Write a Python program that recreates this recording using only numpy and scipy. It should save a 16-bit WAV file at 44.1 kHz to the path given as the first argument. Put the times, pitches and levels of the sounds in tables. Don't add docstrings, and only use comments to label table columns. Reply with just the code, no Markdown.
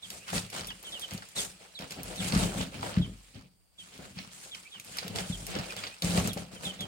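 import sys
import numpy as np
from scipy import signal
from scipy.fft import rfft, irfft
from scipy.io import wavfile
from scipy.ndimage import uniform_filter1d

SR = 44100
rng = np.random.default_rng(int(sys.argv[2]) if len(sys.argv) > 2 else 0)


def waveform_to_disk(signal):
    frames = np.transpose(np.atleast_2d(signal))
    scaled = np.clip(frames, -1, 1) * 32767
    samples = np.round(scaled).astype(np.int16)
    wavfile.write(sys.argv[1], SR, samples)


N = 302967
T = np.arange(N) / SR
CLAW_SHAPE = (0.027, 151)

# (frequency [Hz], level [dB])
PANEL_SPECTRUM = [(200, -38), (320, -2.5), (400, -2), (510, 2), (630, 0.5), (790, -1.5), (1000, -10.5),
                  (1400, -9), (2200, -16.5), (4000, -35.5)]


def claws(scrape_db=-5.0, panel_db=-0.5):
    # (frequency [Hz], level [dB])
    scrape_spectrum = [(300, -46.5), (800, -1.5), (1300, 5), (1750, 4), (2300, 10), (3100, 10), (3700, 5.5),
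                       (4400, 5.5), (5600, 0.5), (9000, -35), (11000, -31), (13500, -33), (16000, -2.5)]
    panel_shape = (0.019, 162)
    slips = grains(per_s=1100, spread_db=1.0, clump_db=1.0, clumps_per_s=160)
    scrape = crackle(slips, scrape_spectrum, direct=0.093)
    scrape *= amp(scrape_db) * effort(CLAW_SHAPE, fidget_db=-59.5, column=2)
    panel = crackle(slips, PANEL_SPECTRUM, direct=0.07)
    panel *= amp(panel_db) * effort(panel_shape, fidget_db=-74.5, column=4)
    return scrape + panel


def feathers(hiss_db=-1):
    # (frequency [Hz], level [dB])
    feather_spectrum = [(1000, -5), (4000, -1.5), (6000, -1.5), (7600, 2.5), (9200, 1), (10300, -6),
                        (12000, -12), (14000, -11), (16000, -20)]
    feather_shape = (0.029, 230)
    barbs = grains(per_s=4500, spread_db=3.5, clump_db=1.66, clumps_per_s=120)
    hiss = crackle(barbs, feather_spectrum, direct=0.026)
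    return amp(hiss_db) * effort(feather_shape, fidget_db=-60.5, column=3) * hiss


def crumbs(per_s=26, over_scrape_db=19, spread_db=3):
    out, t = np.zeros((2, N)), np.arange(600) / SR
    scraping = effort(CLAW_SHAPE, fidget_db=-73.5, column=2)
    for place, size, shine in rng.random((round(per_s * N / SR), 3)):
        snap = rng.standard_normal(len(t)) * np.exp(-t / .0004)
        top_db = -30 + 18 * shine
        snap = colour(snap, [(300, -12.0), (1300, 13.0), (2500, -1.5), (4800, 3.0), (14000, top_db)])
        db = over_scrape_db + spread_db * min(-np.log(1 - size), 2.5)
        level = amp(db) * scraping[int(place * N)]
        add(out, place * N / SR, in_box(level * snap / np.linalg.norm(snap), box_db=-3))
    return out


def ticks(decay_s=0.0015, skid_s=0.011, crack_db=15, treble_db=9, low_db=-8, body_share=0.067):
    # (time [s], level [dB], brightness [dB], skid [dB])
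    tick_table = [(0.103, -27.5, -13, -8), (0.3301, -34, -18, -20), (0.3796, -21.5, -22, -14),
                  (0.5011, -34, -10, -6), (0.6704, -29, -3, -3), (0.7047, -44, -15, -12),
                  (0.828, -37, 4, -11), (0.9956, -32.5, -6, -8), (1.017, -33.5, -5, -10),
                  (1.1087, -32, -20, -12), (1.1355, -32.5, -6, -16), (1.1772, -33, -17, -16),
                  (1.288, -41.5, -5, -9), (1.374, -34, -18, -12), (1.79, -32, -21, -20),
                  (1.9078, -30.5, -17, -12), (1.921, -31, -14, -13), (2.0322, -29, 3, -23),
                  (2.3224, -21.5, -33, -15), (2.611, -26, -30, -14), (2.829, -44, -47, -16),
                  (2.873, -46, -7, -16), (4.179, -39, -30, -23), (4.1875, -30.5, -39, -22),
                  (4.5481, -31, -23, -13), (4.7984, -31.5, -12, -14), (4.8464, -40, -2, -14),
                  (4.876, -43, -25, -18), (4.9715, -29.5, -8, -18), (4.9847, -20.5, -25, -6),
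                  (5.08, -29.5, -13, -27), (5.1593, -24, -19, -16), (5.1854, -23.5, -35, -17),
                  (5.4668, -27, -5, -16), (5.5523, -27.5, -33, -20), (5.588, -28.5, -28, -18),
                  (5.7651, -31.5, -13, -14), (5.8377, -26, -57, -17), (5.868, -27, -51, -6),
                  (6.0218, -20.5, -17, -12), (6.106, -27, -22, -15), (6.175, -23, -34, -7),
                  (6.274, -24, -3, -5), (6.3323, -27, -3, -8), (6.3745, -31.5, -20, -3),
                  (6.8069, -28, -14, -3)]
    out, t = np.zeros((2, N)), np.arange(1500) / SR
    for s, db, bright_db, skid_db in tick_table:
        envelope = np.exp(-t / decay_s) + amp(skid_db) * np.exp(-t / skid_s)
        top_db = bright_db + treble_db
        body_db = low_db - body_share * top_db
        spectrum = [(150, -14), (600, body_db), (1400, body_db), (2300, -1.0), (4700, 2),
                    (11000, top_db), (16000, top_db - 8.5)]
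        crack = colour(rng.standard_normal(len(t)) * envelope, spectrum)
        add(out, s, in_box(amp(db + crack_db) * crack / np.linalg.norm(crack), box_db=-5.5))
    return out


def knocks(knock_db=20, decay_s=0.0028, panel_hz=510):
    # (time [s], level [dB], pitch [Hz])
    knock_table = [(0.33, -29, 555), (0.705, -36.5, 1270), (1.222, -40, 1300), (2.398, -30, 513),
                   (2.606, -30, 505), (2.829, -29.5, 710), (2.862, -34, 1210), (2.966, -36.5, 1280),
                   (3.993, -45, 393), (4.749, -47, 1300), (5.025, -39.5, 507), (5.562, -27.5, 490),
                   (6.176, -24.5, 510), (6.37, -32.5, 494)]
    out, t = np.zeros((2, N)), np.arange(3000) / SR
    for s, db, pitch_hz in knock_table:
        spectrum = [(hz * pitch_hz / panel_hz, level) for hz, level in PANEL_SPECTRUM]
        rattle = colour(rng.standard_normal(len(t)) * np.exp(-t / decay_s), spectrum)
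        add(out, s, in_box(amp(db + knock_db) * rattle / np.linalg.norm(rattle), box_db=-2.5))
    return out


def peeps(bend=.85, waver=0.0034, rasp_db=2, octave_db=-27, upper_db=-7, upper_gap=0.12, peep_db=1.5):
    # (time [s], length [s], first pitch [Hz], last pitch [Hz], level [dB])
    peep_table = [(0.022, .042, 3750, 3050, -44), (0.194, 0.072, 2400, 3540, -57),
                  (0.677, 0.052, 3700, 2765, -41.5), (0.841, 0.063, 3430, 2930, -44.5),
                  (.915, .07, 3750, 2750, -41), (1.015, .048, 3480, 2930, -40),
                  (1.355, .06, 4050, 3200, -36), (1.742, .063, 4300, 3000, -47),
                  (2.17, .05, 3950, 3200, -41), (3.012, .046, 3600, 2956, -40.5),
                  (3.776, 0.058, 3520, 2940, -49), (4.509, 0.051, 3650, 2910, -44),
                  (4.647, .045, 2250, 2800, -52), (4.708, .08, 3750, 2700, -49),
                  (5.215, .038, 3350, 2900, -50), (5.315, .05, 3700, 3000, -43),
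                  (5.697, .026, 2560, 2330, -42), (5.765, .04, 3750, 3250, -47),
                  (5.908, .043, 2430, 2700, -52), (6.287, .037, 4000, 3100, -41),
                  (6.557, .035, 3280, 2900, -53.5), (6.646, 0.04, 3780, 3080, -35),
                  (6.683, 0.034, 3380, 2960, -40.5), (6.786, 0.068, 3650, 3070, -39.5)]
    out, pitch_noise, level_noise = np.zeros((2, N)), wander(500), wander(650)
    for s, length_s, first_hz, last_hz, db in peep_table:
        u = np.linspace(0, 1, round(length_s * SR))
        at = round(s * SR) + np.arange(len(u))
        glide = u ** (bend if last_hz < first_hz else 2)
        hz = first_hz * (last_hz / first_hz) ** glide * (1 + waver * pitch_noise[at])
        upper_hz = hz * (1 + upper_gap * (1 - u ** 2))
        phase, upper_phase = 2 * np.pi * np.cumsum([hz, upper_hz], axis=1) / SR
        voices = np.sin(phase) + amp(octave_db) * np.sin(2 * phase)
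        voices += amp(upper_db) * (1 - u ** 2) * np.sin(upper_phase)
        swell = signal.windows.tukey(len(u), .45) * amp(db + peep_db + rasp_db * level_noise[at])
        add(out, s, in_box(swell * voices, box_db=-7))
    return out


def drumming(step_db=-5.5, patter_db=-4, side_db=-11):
    # (time [s], level [dB], contact time [s])
    step_table = [(0.352, -18.5, 0.0045), (0.369, -24.5, 0.0051), (1.123, -26, 0.005),
                  (1.798, -31.5, 0.0014), (1.987, -36, 0.0016), (2.225, -20.5, 0.0029),
                  (2.335, -12, 0.0033), (2.36, -10, 0.0027), (2.373, -17.5, 0.0081), (2.556, -21.5, 0.0037),
                  (2.752, -30, 0.0028), (2.972, -7.5, 0.004), (3.001, -20.5, 0.004), (3.354, -41.5, 0.0022),
                  (3.991, -33, 0.0013), (4.169, -35, 0.0033), (5.298, -16.5, 0.0041), (6.041, -15, 0.005),
                  (6.094, -16, 0.0039), (6.178, -10.5, 0.0045), (6.251, -17, 0.0041), (6.363, -23, 0.0012)]
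    box_shape = (0.031, 170)
    ring, steps = box_ring(), np.zeros(N)
    for s, db, contact_s in step_table:
        u = np.arange(900) / SR / contact_s
        push = np.sin(np.pi * np.minimum(u, 1))
        thud = signal.fftconvolve(ring, push)
        add(steps, s, amp(db + step_db) * thud / abs(thud).max())
    floor, side = patter(ring), amp(side_db) * patter(ring)
    shuffling = amp(patter_db) * effort(box_shape, fidget_db=-67.5, column=5)
    return steps + shuffling * np.array([floor + side, floor - side])


def patter(ring):
    shuffles = grains(per_s=700, spread_db=2.0, clump_db=3.5, clumps_per_s=40)
    booms = signal.oaconvolve(shuffles, ring)[:N]
    return evened(colour(booms, [(40, 4.5), (80, 3.5), (300, -3.5), (700, -10.5), (1600, -40.5)]))


def box_ring():
    # (frequency [Hz], level [dB], t60 [s])
    modes = [(77.8, -10, 0.11), (105.1, -6.5, 0.38), (142, -2.5, 0.19), (179.1, 9.5, 0.12),
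             (200, -0.5, 0.1), (259.6, -7.5, 0.45), (410, -9.5, 0.056), (488, -37, 0.041),
             (615, -9.5, 0.029)]
    t = np.arange(SR // 2) / SR
    return sum(amp(db - 60 * t / t60) * np.cos(2 * np.pi * hz * t) for hz, db, t60 in modes)


def sway(hz=47, t60_s=0.6, rise_s=0.022):
    # (time [s], level [dB])
    sway_table = [(0.58, -46), (2.02, -40), (2.332, -27), (2.55, -46), (3.03, -37.5), (5.299, -35),
                  (5.58, -48)]
    out, t = np.zeros(N), np.arange(SR) / SR
    flap = (1 - np.exp(-t / rise_s)) * np.sin(2 * np.pi * hz * t)
    for s, db in sway_table:
        add(out, s, amp(db - 60 * t / t60_s) * flap)
    return out


def hush(room_db=-67):
    # (frequency [Hz], level [dB])
    hush_spectrum = [(20, 9.5), (45, 10), (170, -5.5), (350, -11), (900, -14.5), (2500, -25), (4000, -34),
                     (4650, -7), (5700, -29), (9000, -11.5), (11000, -25), (16000, -17.5)]
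    noises = rng.standard_normal((2, N))
    return amp(room_db) * np.array([evened(colour(noise, hush_spectrum)) for noise in noises])


def effort(shape, fidget_db, column):
    # (start [s], length [s], claws [dB], feathers [dB],
    # floor panel [dB], whole box [dB])
    scuff_table = [(0.02, 0.086, -68, -50.5, -76, -57), (0.095, .07, -65, -46, -55, -50.5),
                   (0.261, .07, -39, -44.5, -55, -53), (0.322, 0.045, -35.5, -31.5, -42, -33.5),
                   (0.517, 0.071, -37, -41.5, -46, -40), (0.64, 0.033, -58, -55, -56, -44),
                   (0.818, 0.12, -51, -50, -55, -58), (0.893, 0.22, -51, -52.5, -59, -62),
                   (1.1, 0.049, -44, -48.5, -50, -42), (1.348, .075, -53, -33, -49.5, -42.5),
                   (1.592, 0.037, -50.5, -55, -56.5, -59), (1.783, 0.051, -42.5, -56, -47.5, -46.5),
                   (1.894, 0.019, -40, -43.5, -54, -48), (1.95, 0.068, -44.5, -57, -47.5, -39.5),
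                   (2.042, 0.25, -46, -45, -49, -44), (2.19, 0.057, -34, -37, -46, -30),
                   (2.25, 0.037, -44, -35, -54, -46), (2.313, 0.12, -32.5, -35, -36.5, -24),
                   (2.44, 0.11, -47, -43.5, -42, -41), (2.554, 0.068, -38, -41.5, -45.5, -30),
                   (2.717, 0.13, -43.5, -53, -51, -40.5), (2.818, 0.041, -38.5, -45, -38.5, -43),
                   (2.872, 0.039, -42, -47.5, -45, -40), (2.944, 0.066, -43.5, -58, -53, -27),
                   (3.337, 0.02, -49, -64, -56.5, -36.5), (3.776, 0.086, -57, -56.5, -82, -60.5),
                   (3.904, .055, -51, -59, -63, -53), (3.98, .07, -52, -54, -54, -44),
                   (4.143, 0.072, -42.5, -59, -62, -42.5), (4.3, 0.15, -76, -49, -87, -62),
                   (4.42, 0.049, -56, -50, -59.5, -61), (4.514, 0.085, -52.5, -51.5, -76, -60),
                   (4.733, 0.033, -51.5, -68, -81, -55.5), (4.837, 0.095, -54, -50.5, -59, -53),
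                   (4.92, 0.1, -42.5, -50, -62, -46), (5.016, 0.055, -43, -56, -47.5, -49),
                   (5.074, 0.065, -48, -57, -49.5, -40), (5.138, 0.066, -38, -41, -39.5, -34.5),
                   (5.238, 0.18, -53, -46.5, -53.5, -44.5), (5.465, 0.068, -40, -46, -46, -39),
                   (5.538, 0.051, -39, -55, -41.5, -34), (5.6, 0.13, -44, -49.5, -47, -54),
                   (5.75, 0.1, -39, -48.5, -50, -44.5), (6.016, 0.17, -36.5, -37, -40.5, -28),
                   (6.148, 0.058, -37, -35.5, -38, -29.5), (6.224, 0.051, -37, -41, -42.5, -29),
                   (6.357, 0.045, -46, -47.5, -45.5, -36.5), (6.503, 0.21, -52, -53.5, -55, -45),
                   (6.617, 0.041, -41.5, -40.5, -44, -39), (6.708, 0.054, -49, -57.5, -64, -55),
                   (6.785, 0.048, -46.5, -53.5, -47.5, -37.5)]
    # (time [s], level [dB])
    fidget_table = [(0, -0.5), (.05, 5), (1.25, 5.5), (1.72, 1.5), (2.1, 4), (2.9, 2), (3.3, 0.5),
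                    (3.55, -18), (3.72, -17), (3.85, 2.5), (4.7, 2.5), (5.3, 9), (6.87, -2.5)]
    rise_s, fall_db_per_s = shape
    power = amp(fidget_db + np.interp(T, *np.transpose(fidget_table))) ** 2
    t = np.arange(SR) / SR
    for scuff in scuff_table:
        start_s, length_s = scuff[:2]
        fall_db = fall_db_per_s * np.maximum(t - length_s, 0)
        gain = np.minimum(t / rise_s, 1) * amp(scuff[column] - fall_db)
        add(power, start_s, gain ** 2)
    return np.sqrt(power)


def grains(per_s, spread_db, clump_db, clumps_per_s):
    size = amp(spread_db * np.minimum(rng.exponential(1, N), 5))
    slips = rng.choice([-1., 1.], N) * size * (rng.random(N) < per_s / SR)
    return evened(slips * amp(clump_db * wander(clumps_per_s)))


def crackle(slips, spectrum, direct, slip_s=.0004, echo_s=.011, echo_share=.55):
    t = np.arange(2000) / SR
    burst = (1 - echo_share) * np.exp(-t / slip_s) / slip_s
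    tail = echo_share * np.exp(-t / echo_s) / echo_s
    envelope = np.sqrt(abs(signal.oaconvolve(slips ** 2, burst + tail)[:N]))
    return evened(np.array([colour(envelope * noise, spectrum) for noise in port_noise(direct)]))


def port_noise(direct, shared_hz=480):
    straight, left, right = rfft(rng.standard_normal((3, N)))
    hz = np.fft.rfftfreq(N, 1 / SR)
    same = 1 / (1 + (hz / shared_hz) ** 4)
    diffuse = np.array([left, same * left + np.sqrt(1 - same ** 2) * right])
    return irfft(np.sqrt(direct) * straight + np.sqrt(1 - direct) * diffuse, N)


def in_box(sound, box_db, box_t60_s=0.081, room_db=-15, room_t60_s=0.36):
    t = np.arange(12000) / SR
    taps = rng.standard_normal((2, 2, len(t))) * (t > .0005)
    near, far = taps[0] * amp(-60 * t / box_t60_s), taps[1] * amp(-60 * t / room_t60_s)
    answer = amp(box_db) * near / np.linalg.norm(near[0]) + amp(room_db) * far / np.linalg.norm(far[0])
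    answer[0, 0] += 1
    answer[1, round(.00043 * SR)] += 1
    return signal.fftconvolve(sound[None], answer, axes=1)


def patchy(x, depth_db, patch_size=9):
    z = signal.stft(x, nperseg=512, noverlap=384)[2]
    field = rng.standard_normal(z.shape[1:])
    for axis in (0, 1):
        field = uniform_filter1d(field, patch_size, axis=axis)
    return signal.istft(z * amp(depth_db * evened(field)), nperseg=512, noverlap=384)[1][:, :N]


def colour(x, points, size=2048):
    log_gain = np.log(amp(read(points, abs(np.fft.fftfreq(size, 1 / SR)))))
    taps = np.fft.ifft(np.exp(np.conj(signal.hilbert(log_gain)))).real
    return signal.oaconvolve(x, taps)[:len(x)]


def read(points, hz):
    f, value = np.transpose(points)
    return np.interp(np.log(hz + 1), np.log(f), value)


def wander(per_s):
    knots = rng.standard_normal(8000)
    return evened(np.interp(T * per_s, np.arange(len(knots)), knots))


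def amp(db):
    return 10 ** (np.asarray(db) / 20)


def evened(x):
    return x / np.sqrt(np.mean(x ** 2) + 1e-20)


def add(mix, s, sound):
    part = mix[..., round(s * SR):][..., :sound.shape[-1]]
    part += sound[..., :part.shape[-1]]


def scene():
    rustle = patchy(claws() + feathers(), depth_db=1.5)
    return rustle + crumbs() + ticks() + knocks() + peeps() + drumming() + sway() + hush()


def record(dry, bass_cut_hz=40, edge_hz=16000):
    # (frequency [Hz], level [dB])
    port_table = [(100, 1), (600, 3.5), (1400, 1), (2200, -2.5), (4500, -4), (6500, 0), (9200, 4),
                  (10700, 0), (13000, 5.5), (15800, -4)]
    ports = [colour(x, [(hz, side * db / 2) for hz, db in port_table]) for x, side in zip(dry, (1, -1))]
    bass_cut = signal.butter(6, bass_cut_hz, "highpass", fs=SR, output="sos")
    band_limit = signal.firwin(511, edge_hz, window=("kaiser", 9), fs=SR)
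    return signal.oaconvolve(signal.sosfilt(bass_cut, ports), band_limit[None], "same")


dry = scene()
out = record(dry)
waveform_to_disk(out)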